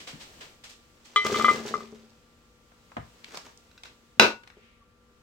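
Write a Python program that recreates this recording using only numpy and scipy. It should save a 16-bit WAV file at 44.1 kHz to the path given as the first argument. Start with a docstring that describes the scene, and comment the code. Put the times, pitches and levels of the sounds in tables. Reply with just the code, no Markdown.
"""Vegetables tipped into a stoneware pot

Chopped cabbage, carrot and onion leave a china plate in a small kitchen. The cook shuffles up, the plate
clinks on the pot as pieces tumble in, the rest is pushed off by hand, and the plate knocks once, hard.
Crockery and pot are sums of decaying modes, rubs and taps are shaped noise, sliding pieces are sparse grains.
Noise with a decaying envelope supplies the room; still air and wavering sine tones of an appliance lie below."""
import sys
import numpy as np
from scipy import signal
from scipy.fft import rfft, irfft
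from scipy.io import wavfile
from scipy.ndimage import uniform_filter1d

SR = 44100
rng = np.random.default_rng(int(sys.argv[2]) if len(sys.argv) > 2 else 0)


def digitize_waveform(pressure):
    """Quantize a signal to 16-bit integers and store it at the path in sys.argv[1].

    Rows of a 2-D input are taken as channels; values are limited to [-1, 1].
    """
    field = np.atleast_2d(pressure).T
    bounded = np.clip(field, -1, 1)
    quanta = np.round(bounded * 32767).astype(np.int16)
    wavfile.write(sys.argv[1], SR, quanta)


N = 230479
TIME = np.arange(N) / SR   # s
LEFT_RIGHT = np.array([[1], [-1]])   # opposite signs for the two channels
FLAT = [(100, 0), (16000, 0)]   # white spectrum: pitch_hz, level_db


def from_db(db):
    """Logarithmic level: 20 dB is a factor of ten in amplitude."""
    return 10 ** (np.asarray(db) / 20)


def rms_one(x):
    """Power normalisation: scale to a root mean square of one."""
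    return x / np.sqrt(np.mean(x ** 2) + 1e-20)


def add(track, s, sound):
    """Superposition: mix a sound into a track from time s on."""
    at = max(round(s * SR), 0)
    track[..., at:at + sound.shape[-1]] += sound[..., :N - at]


def convolve(x, response):
    """Linear system: the output is the input convolved with the impulse response."""
    full = signal.fftconvolve(np.atleast_2d(x), np.atleast_2d(response), axes=-1)
    return full[:, :x.shape[-1]]


def colour(x, spectrum, size=4096):
    """Minimum-phase filtering: a folded cepstrum gives a causal response that follows the spectrum."""
    hz, db = np.transpose(spectrum)
    grid_hz = np.maximum(np.arange(size // 2 + 1) * SR / size, 1)
    log_gain = np.log(from_db(np.interp(np.log(grid_hz), np.log(hz), db)))
    cepstrum = irfft(log_gain)
    cepstrum[1:size // 2] *= 2
    cepstrum[size // 2 + 1:] = 0
    return convolve(x, irfft(np.exp(rfft(cepstrum))))


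# stereo width of diffuse sound: pitch_hz [Hz], side_to_mid_db [dB]
DIFFUSE_WIDTH = [(60, -13), (300, -12.5), (700, -2.5), (1300, 2), (16000, -1.5)]


def diffuse(spectrum, size):
    """Diffuse field: noise from all around, alike in both channels in the bass, less so in the treble."""
    mid, side = rng.standard_normal((2, size))
    stereo = mid + colour(side, DIFFUSE_WIDTH) * LEFT_RIGHT
    return rms_one(colour(stereo, spectrum))


def band(x, low_hz, high_hz, order):
    """Band limitation: Butterworth band-pass, scaled to unit power."""
    top_hz = min(max(high_hz, low_hz * 1.1), SR * .45)
    sos = signal.butter(order, [low_hz, top_hz], "band", fs=SR, output="sos")
    return rms_one(signal.sosfilt(sos, x))


def around(x, hz, octaves, order):
    """Constant relative bandwidth: a band-pass some octaves wide around a pitch."""
    return band(x, hz / 2 ** (octaves / 2), hz * 2 ** (octaves / 2), order)


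def ring(hz, t60, phase=0):
    """Damped oscillator: one struck mode falls by 60 dB in t60 seconds."""
    t = TIME[:SR // 3]
    return np.sin(2 * np.pi * hz * t + phase) * np.exp(-np.log(1000) * t / t60)


def stroke(rise_s, decay_s):
    """Friction envelope: a rub takes hold linearly, then fades exponentially."""
    t = TIME[:SR // 2]
    return np.minimum(t / rise_s, np.exp((rise_s - t) / decay_s))


def room_decay(build_s=0.0037, hold_s=.04, t60=0.23):
    """Reverberant decay: the reverberation builds up, stays level briefly, then dies away."""
    t = TIME[:SR // 2]
    build = 1 - np.exp(-t / build_s)
    return build * from_db(-60 * (np.hypot(t, hold_s) - hold_s) / t60)


def kitchen(x, wet_db):
    """Room acoustics: direct sound plus the diffuse reverberation of the small room."""
    response = diffuse(FLAT, size=SR // 2) * room_decay()
    unit_energy = response / np.sqrt(np.sum(response ** 2) / 2)
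    return x + from_db(wet_db) * convolve(x, unit_energy)


# spectrum of the still air: pitch_hz [Hz], density_db [dB per Hz]
AIR_COLOUR = [(15, -31), (25, -3.5), (55, 3.5), (343, -10), (487, -8.5), (655, -18.5), (1390, -18),
              (1510, -19.5), (15800, -42)]
# tones of the appliance: pitch_hz [Hz], level_db [dB RMS]
HUM_TONES = [(234, -71), (490.5, -73.5), (1175.5, -74.5), (1372, -77)]


def background(air_db=-63.5, waver_hz=1.5):
    """Stationary noise and frequency modulation: still air under an appliance's slightly wavering tones."""
    out = from_db(air_db) * diffuse(AIR_COLOUR, size=N)
    for hz, db in HUM_TONES:
        waver = waver_hz * rms_one(uniform_filter1d(rng.standard_normal(N), size=SR // 10))
        phase = 2 * np.pi * np.cumsum(hz + waver) / SR
        out = out + np.sqrt(2) * from_db(db) * np.sin(phase)
    return out


# rubs of shuffling up and of a hand shifting on the plate: start_s [s], level_db [dB], pitch_hz [Hz], rise_s [s]
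SCUFF_EVENTS = [(0, -44.5, 3400, .004), (.068, -38, 2700, .009), (.193, -44, 3500, 0.023),
                (.406, -42, 2300, 0.0046), (.636, -44, 3800, 0.0044), (.690, -47.5, 4600, 0.0086),
                (1.043, -51.5, 4200, .014), (3.842, -49, 2200, .012)]
# level of a soft, broad rustle that rises and sinks: time_s [s], level_db [dB]
SOFT_RUSTLE_LEVEL = [(0, -55.5), (.45, -53), (.6, -62), (2.6, -66), (3.1, -59.5), (4.4, -66.5),
                     (4.87, -74.5), (5.23, -67.5)]
# spectrum of the soft rustle, and of rubs before their band-pass: pitch_hz [Hz], density_db [dB per Hz]
SOFT_RUSTLE_COLOUR = [(100, 2.5), (250, 6.5), (700, 0), (1500, -6), (3000, -4), (8000, -9.5),
                      (10000, -19.5), (16000, -17.5)]


def scuffs(width_octaves=2.3, decay_s=.046):
    """Friction noise: brief rubs swell and fade over a soft, broad rustle that rises and sinks."""
    out = np.zeros((2, N))
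    for s, db, hz, rise_s in SCUFF_EVENTS:
        rub = around(diffuse(SOFT_RUSTLE_COLOUR, size=SR // 2), hz, width_octaves, order=1)
        add(out, s, from_db(db) * rub * stroke(rise_s, decay_s))
    soft_rustle_db = np.interp(TIME, *np.transpose(SOFT_RUSTLE_LEVEL))
    return out + from_db(soft_rustle_db) * diffuse(SOFT_RUSTLE_COLOUR, size=N)


# taps of stray pieces and fingers, dull bumps of the pot:
# start_s [s], level_db [dB], pitch_hz [Hz], width_octaves [octaves]
TAP_EVENTS = [(0.13, -40, 169, 0.64), (2.718, -53.5, 774, 1.8), (2.918, -44.5, 800, 2.1),
              (2.967, -27.5, 374, 2.47), (2.969, -36.5, 1800, 1.06), (2.979, -37, 84, 1.02),
              (3.244, -33.5, 2760, 1.46), (3.344, -37, 390, 3.4), (3.3725, -29.5, 2070, 3.2),
              (3.5748, -45, 5600, 0.71), (3.835, -36, 1630, 3.14), (4.173, -50, 180, 1.3),
              (4.435, -45.5, 1100, 2.8), (4.475, -43.5, 1290, 3.1), (4.501, -46.5, 1080, 2.3)]


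def taps(decay_at_1khz_s=.005, decay_slope=.66):
    """Heavily damped impact: short noise bursts, longer the lower their pitch."""
    out, t = np.zeros((2, N)), TIME[:SR // 7]
    for s, db, hz, octaves in TAP_EVENTS:
        contact = around(diffuse(FLAT, size=len(t)), hz, octaves, order=2)
        fade = np.exp(-t / (decay_at_1khz_s * (1000 / hz) ** decay_slope))
        # fixes the energy of the faded burst
        add(out, s, from_db(db) * rms_one(contact * fade) * np.sqrt(np.mean(fade ** 2)))
    return out


# the plate's rim touches the pot:
# start_s [s], level_db [dB], contact_hz (brightness) [Hz], rebound (relative strength) [0-1]
CLINK_EVENTS = [(1.1605, -11.5, 5015, 0), (1.2505, -23, 3400, 0.73), (1.302, -28, 2000, 0),
                (1.344, -18.5, 2900, 0.6), (1.397, -19, 2410, .95), (1.445, -8.5, 2460, 0.2),
                (1.4822, -8.5, 1640, 0.2), (1.488, -10, 2120, 0.5), (1.740, -7.5, 950, 0.38),
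                (1.806, -23, 880, 0.3)]
# modes of a clink: pitch_hz [Hz], level_db [dB], t60_s before contact damping [s], left_to_right_db [dB]
CLINK_MODES = [(423.2, -22, 0.24, -0.5), (1197, 2, 0.091, 6.5), (1200, 1, 0.019, 5),
               (1259.5, -6, 0.12, -1.5), (1694, -23.5, .08, -3), (2041, 2, 0.16, -.5),
               (2042.6, 4.5, 0.22, -1.5), (2359, -17.5, 0.29, -6), (3060, -9.5, 0.16, -1),
               (3190, -19.5, 0.17, -10.5), (3353, -8.5, 0.1397, 1.5), (3610, -17, 0.15, 1),
               (3960, -14, 0.17, 3), (4485, -22.5, 0.27, -7), (5170, -26.5, .08, -3.5),
               (5600, -30, 0.34, -17.5), (6700, -18.5, 0.094, -14.5), (8000, -14.5, .1, 0.5)]
# contacts duller than DAMPING_HZ linger and cut the ring short; so do pieces lying in the pot
REBOUND_S, DAMPING_HZ, FILLED_RING_SHARE = 0.014, 1405, 0.83
SHOWER_START_S = 1.275   # the bulk begins to land


def clinks(spread_db=1.54, tick_db=-23, tick_s=0.0014, lead_s=.00008, steepness=3.2):
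    """Modal excitation: a soft contact of china on stoneware leaves high modes out and damps the rest."""
    out, t = np.zeros((2, N)), TIME[:SR // 10]
    regions_hz = np.arange(0, 9000, 500)
    for s, db, contact_hz, rebound in CLINK_EVENTS:
        clink = np.zeros((2, SR // 3))
        ring_share = contact_hz / np.hypot(contact_hz, DAMPING_HZ)
        if s > SHOWER_START_S:
            ring_share *= FILLED_RING_SHARE
        # each point of the rim favours other modes; close pairs are woken alike
        favour_db = spread_db * rng.standard_normal(len(regions_hz))
        for k, (hz, mode_db, t60, pan_db) in enumerate(CLINK_MODES):
            softness = 1 + (hz / contact_hz) ** steepness
            strength = from_db(mode_db + np.interp(hz, regions_hz, favour_db)) / softness
            # neighbouring modes swing in opposite phase, so a close pair swells before it fades
            swing = (-1) ** k * ring(hz, t60 * ring_share, LEFT_RIGHT * np.pi * hz * lead_s)
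            clink += strength * from_db(LEFT_RIGHT * pan_db / 2) * swing
        tick = band(rng.standard_normal((2, len(t))), 750, contact_hz, order=2)
        add(clink, 0, from_db(tick_db) * tick * np.exp(-t / tick_s))
        add(out, s, from_db(db) * clink)
        add(out, s + REBOUND_S, from_db(db) * rebound * clink)
    return out


SHOWER_END_S, SHOWER_DB, LANDINGS_PER_S = 1.84, -27, 34
HEAP_S, CUSHION_DB_PER_S = 1.46, 33   # from HEAP_S on, the heap softens the landings


def shower(spread_db=2.5, count=60):
    """Jittered point process: pieces land in uneven succession, more softly once a heap cushions them."""
    slots = np.arange(count) + rng.random(count)
    s = SHOWER_START_S + slots / LANDINGS_PER_S
    cushion_db = CUSHION_DB_PER_S * np.maximum(s - HEAP_S, 0)
    db = SHOWER_DB - cushion_db + spread_db * rng.standard_normal(count)
    return list(np.column_stack([s, db])[s < SHOWER_END_S])


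# single landings placed by hand, loud to faint: start_s [s], level_db [dB]
SINGLE_LANDINGS = [(1.251, -25), (1.264, -26), (1.329, -24), (1.602, -32.5), (1.925, -38.5), (2.036, -55),
                   (4.570, -48.5)]
# resonances of the hollow of the pot: pitch_hz [Hz], level_db [dB], t60_s [s]
HOLLOW_MODES = [(225, -10, 0.63), (277, -21, .07), (397, -10.5, 0.23), (414.7, -1, 0.14), (453, -15, 0.075),
                (507.4, -17, 0.27)]


def thumps(spread_db=2.5, boom_db=-2.0, slap_db=-6.0, slap_s=0.0095, slap_low_hz=190, slap_high_hz=650):
    """Cavity resonance: each landing is a dull slap that sets the hollow of the pot booming."""
    out, t = np.zeros(N), TIME[:SR // 10]
    for s, db in SINGLE_LANDINGS + shower():
        slap = band(rng.standard_normal(len(t)), slap_low_hz, slap_high_hz, order=2)
        add(out, s, from_db(db + slap_db) * slap * np.exp(-t / slap_s))
        for hz, mode_db, t60 in HOLLOW_MODES:
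            boom_level_db = db + boom_db + mode_db + spread_db * rng.standard_normal()
            add(out, s, from_db(boom_level_db) * ring(hz, t60))
    return out


# batches of sliding pieces: peak_s [s], flow_db (before the gains of rustle and snaps) [dB],
# swell_s (time constant) [s], run_out_s (time constant) [s]
POUR_BATCHES = [(1.266, -29.5, 0.011, 0.0061), (1.361, -36.5, 0.081, .185), (1.687, -40.5, 0.019, .007),
                (3.373, -48, 0.067, 0.015), (3.452, -53, 0.0036, 0.034)]


def flow():
    """Power addition of envelopes: every sliding batch gathers speed, then runs out."""
    power = 0
    for s, db, swell_s, run_out_s in POUR_BATCHES:
        swell = np.exp(np.minimum((TIME - s) / swell_s, (s - TIME) / run_out_s))
        power = power + (from_db(db) * swell) ** 2
    return np.sqrt(power)


# spectrum of crisp pieces sliding: pitch_hz [Hz], density_db [dB per Hz]
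RUSTLE_COLOUR = [(30, -28), (110, -6), (200, -2), (400, 0), (750, -5), (1100, -3.5), (1800, -7),
                 (3000, -7.5), (6000, -10), (8000, -15.5), (10000, -27.5), (16000, -27)]


def rustle(per_s=1700, size_db=1.5, pan_db=4.0, gain_db=3.0, clump_db=5.0):
    """Granular noise: crisp cut edges tick against plate, pot and each other in clumps of tiny contacts."""
    sizes = from_db(size_db * np.minimum(rng.exponential(1, N), 4)) * rng.choice([-1, 1], N)
    drift = rms_one(uniform_filter1d(rng.standard_normal(N), size=SR // 120))
    clumps = from_db(clump_db * np.tanh(drift))
    contacts = rng.random(N) < per_s / SR
    pan = from_db(pan_db * rng.standard_normal(N) * LEFT_RIGHT)
    grains = clumps * sizes * contacts * pan
    return from_db(gain_db) * flow() * rms_one(colour(grains, RUSTLE_COLOUR))


def snaps(per_s=70, gain_db=6.0, size_db=4.0, low_hz=700, high_hz=6000, octaves=.6, decay_s=.003, count=10):
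    """Sparse impulse excitation: firm pieces flick out of the rustle, each in one of ten pitch bands."""
    t, dealt = TIME[:SR // 40], rng.integers(0, count, N)
    sizes = from_db(gain_db + size_db * np.minimum(rng.standard_normal(N), 2))
    flicks = flow() * sizes * (rng.random(N) < per_s / SR)
    out = np.zeros((2, N))
    for k, hz in enumerate(np.geomspace(low_hz, high_hz, count)):
        snap = around(rng.standard_normal((2, len(t))), hz, octaves, order=2) * np.exp(-t / decay_s)
        out += convolve(flicks * (dealt == k), snap)
    return out


# light touches of the crockery: start_s [s], level_db [dB]
TOUCH_EVENTS = [(3.714, -57), (3.778, -48), (3.856, -45), (4.502, -55.5)]
# modes of the crockery, free in the knock, damped in a touch: pitch_hz [Hz], level_db [dB], t60_s (free) [s]
KNOCK_MODES = [(218, -8.5, 0.3), (649, -9, 0.19), (940, -12.5, 0.33), (1466, -3.5, 0.3), (1518, -5.5, 0.21),
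               (1576, -6.5, 0.13), (2027, -9, 0.2), (2458, -7.5, .21), (2700, -5, 0.26), (3510, -7.5, 0.13),
               (3933, 1.5, 0.14), (4420, -18, 0.12), (4760, -10, .17), (5200, -9.5, 0.16),
               (5400, -12, 0.16), (5830, -13, .2), (6280, -17, 0.17), (6950, -20.5, 0.15),
               (7740, -24.5, 0.23), (9630, -32, 0.14), (12800, -26, 0.19), (15430, -21, .17)]


def touches(ring_share=0.27, low_edge_hz=1300):
    """Selective excitation: a grazing touch favours the upper modes, and the hand soon damps them."""
    out, tink = np.zeros(N), 0
    for hz, db, t60 in KNOCK_MODES:
        strength = from_db(db) / (1 + (low_edge_hz / hz) ** 2)
        tink = tink + strength * ring(hz, t60 * ring_share, rng.uniform(-np.pi, np.pi))
    for s, db in TOUCH_EVENTS:
        add(out, s, from_db(db) * tink)
    return out


# spectrum of the crack and of the kitchen's answer: pitch_hz [Hz], density_db [dB per Hz]
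KNOCK_COLOUR = [(25, -36), (90, -17), (180, -15), (260, -8), (400, -1.5), (700, -8.5), (1200, -8.5),
                (2100, -16.5), (2600, -7.5), (3200, -20), (3800, -15.5), (6200, -24.5), (9000, -40),
                (16000, -45)]
KNOCK_S, CRACK_DB, CRACK_LENGTH_S = 4.196, -1.5, 0.0052
KNOCK_RING_DB, KNOCK_RING_ROOM_DB, KNOCK_WASH_DB = -14, -14.5, -11.5


def knock(crack_low_hz=700, crack_high_hz=6000, build_s=0.02, hold_s=0.052, t60=0.19, lead_s=.0001):
    """Impact, modal ring and reverberation: a hard crack, ringing crockery, the kitchen answering."""
    body, out, t = np.zeros((2, N)), np.zeros((2, N)), TIME[:SR // 2]
    for hz, db, mode_t60 in KNOCK_MODES:
        # each mode starts at its own point of the swing, a little ahead on the left
        lead = LEFT_RIGHT * min(np.pi * hz * lead_s, np.pi / 5)
        phase = rng.uniform(-np.pi, np.pi) + lead
        add(body, KNOCK_S, from_db(KNOCK_RING_DB + db) * ring(hz, mode_t60, phase))
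    crack = band(diffuse(KNOCK_COLOUR, size=len(t)), crack_low_hz, crack_high_hz, order=1)
    half_swing = np.sin(np.pi * np.minimum(t / CRACK_LENGTH_S, 1))
    contact = np.sqrt(np.maximum(half_swing, 0))
    add(out, KNOCK_S, from_db(CRACK_DB) * rms_one(crack * contact) * np.sqrt(np.mean(contact ** 2)))
    wash = diffuse(KNOCK_COLOUR, size=len(t)) * room_decay(build_s, hold_s, t60)
    add(out, KNOCK_S, from_db(KNOCK_WASH_DB) * wash)
    return out + kitchen(body, wet_db=KNOCK_RING_ROOM_DB)


WIPE_S, WIPE_DB, WIPE_RISE_S, WIPE_DECAY_S = 4.481, -61, 0.17, .13
SQUEAK_S, SQUEAK_DB, SQUEAK_HZ, SQUEAK_LENGTH_S = 4.826, -55, 1150, 0.0098


def wipe(low_hz=1900, high_hz=2900):
    """Sliding friction: fingers wipe the last piece off the glaze as noise, then squeak as a brief tone."""
    out = np.zeros((2, N))
    rub = band(diffuse(SOFT_RUSTLE_COLOUR, size=SR // 2), low_hz, high_hz, order=1)
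    add(out, WIPE_S, from_db(WIPE_DB) * rub * stroke(WIPE_RISE_S, WIPE_DECAY_S))
    swell = np.exp(-((TIME - SQUEAK_S) / SQUEAK_LENGTH_S) ** 2)
    return out + from_db(SQUEAK_DB) * np.sin(2 * np.pi * SQUEAK_HZ * TIME) * swell


def scene(bass_edge_hz=75):
    """Superposition of sources: everything at the worktop, most of it with its own share of room."""
    rim = kitchen(clinks(), wet_db=-13)
    pour = rim + kitchen(thumps(), wet_db=-6) + kitchen(rustle() + snaps(), wet_db=-3.5)
    # keep the deep bass out of pour and knock
    high_pass = signal.butter(2, bass_edge_hz, "high", fs=SR, output="sos")
    pour_and_knock = signal.sosfilt(high_pass, pour + knock())
    small_contacts = kitchen(taps() + touches(), wet_db=-7)
    return pour_and_knock + small_contacts + scuffs() + wipe() + background()


# unlike colour of the two microphones: pitch_hz [Hz], left_to_right_db [dB]
MIC_BALANCE = [(60, 1), (200, 4), (700, 1.5), (2400, 3), (4400, -1.5), (8000, -4), (14000, 2.5)]
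CUTOFF_HZ = 15900


def record(dry):
    """Transduction: two microphones of unlike colour, soft saturation of peaks, a steep low-pass."""
    ears = []
    for x, side in zip(dry, (1, -1)):
        ears.append(colour(x, [(hz, side * db / 2) for hz, db in MIC_BALANCE]))
    ears = np.vstack(ears)
    rounded = ears / (1 + ears ** 4) ** .25
    low_pass = signal.ellip(10, .1, 80, CUTOFF_HZ, fs=SR, output="sos")
    return signal.sosfilt(low_pass, rounded)


dry = scene()
out = record(dry)
digitize_waveform(out)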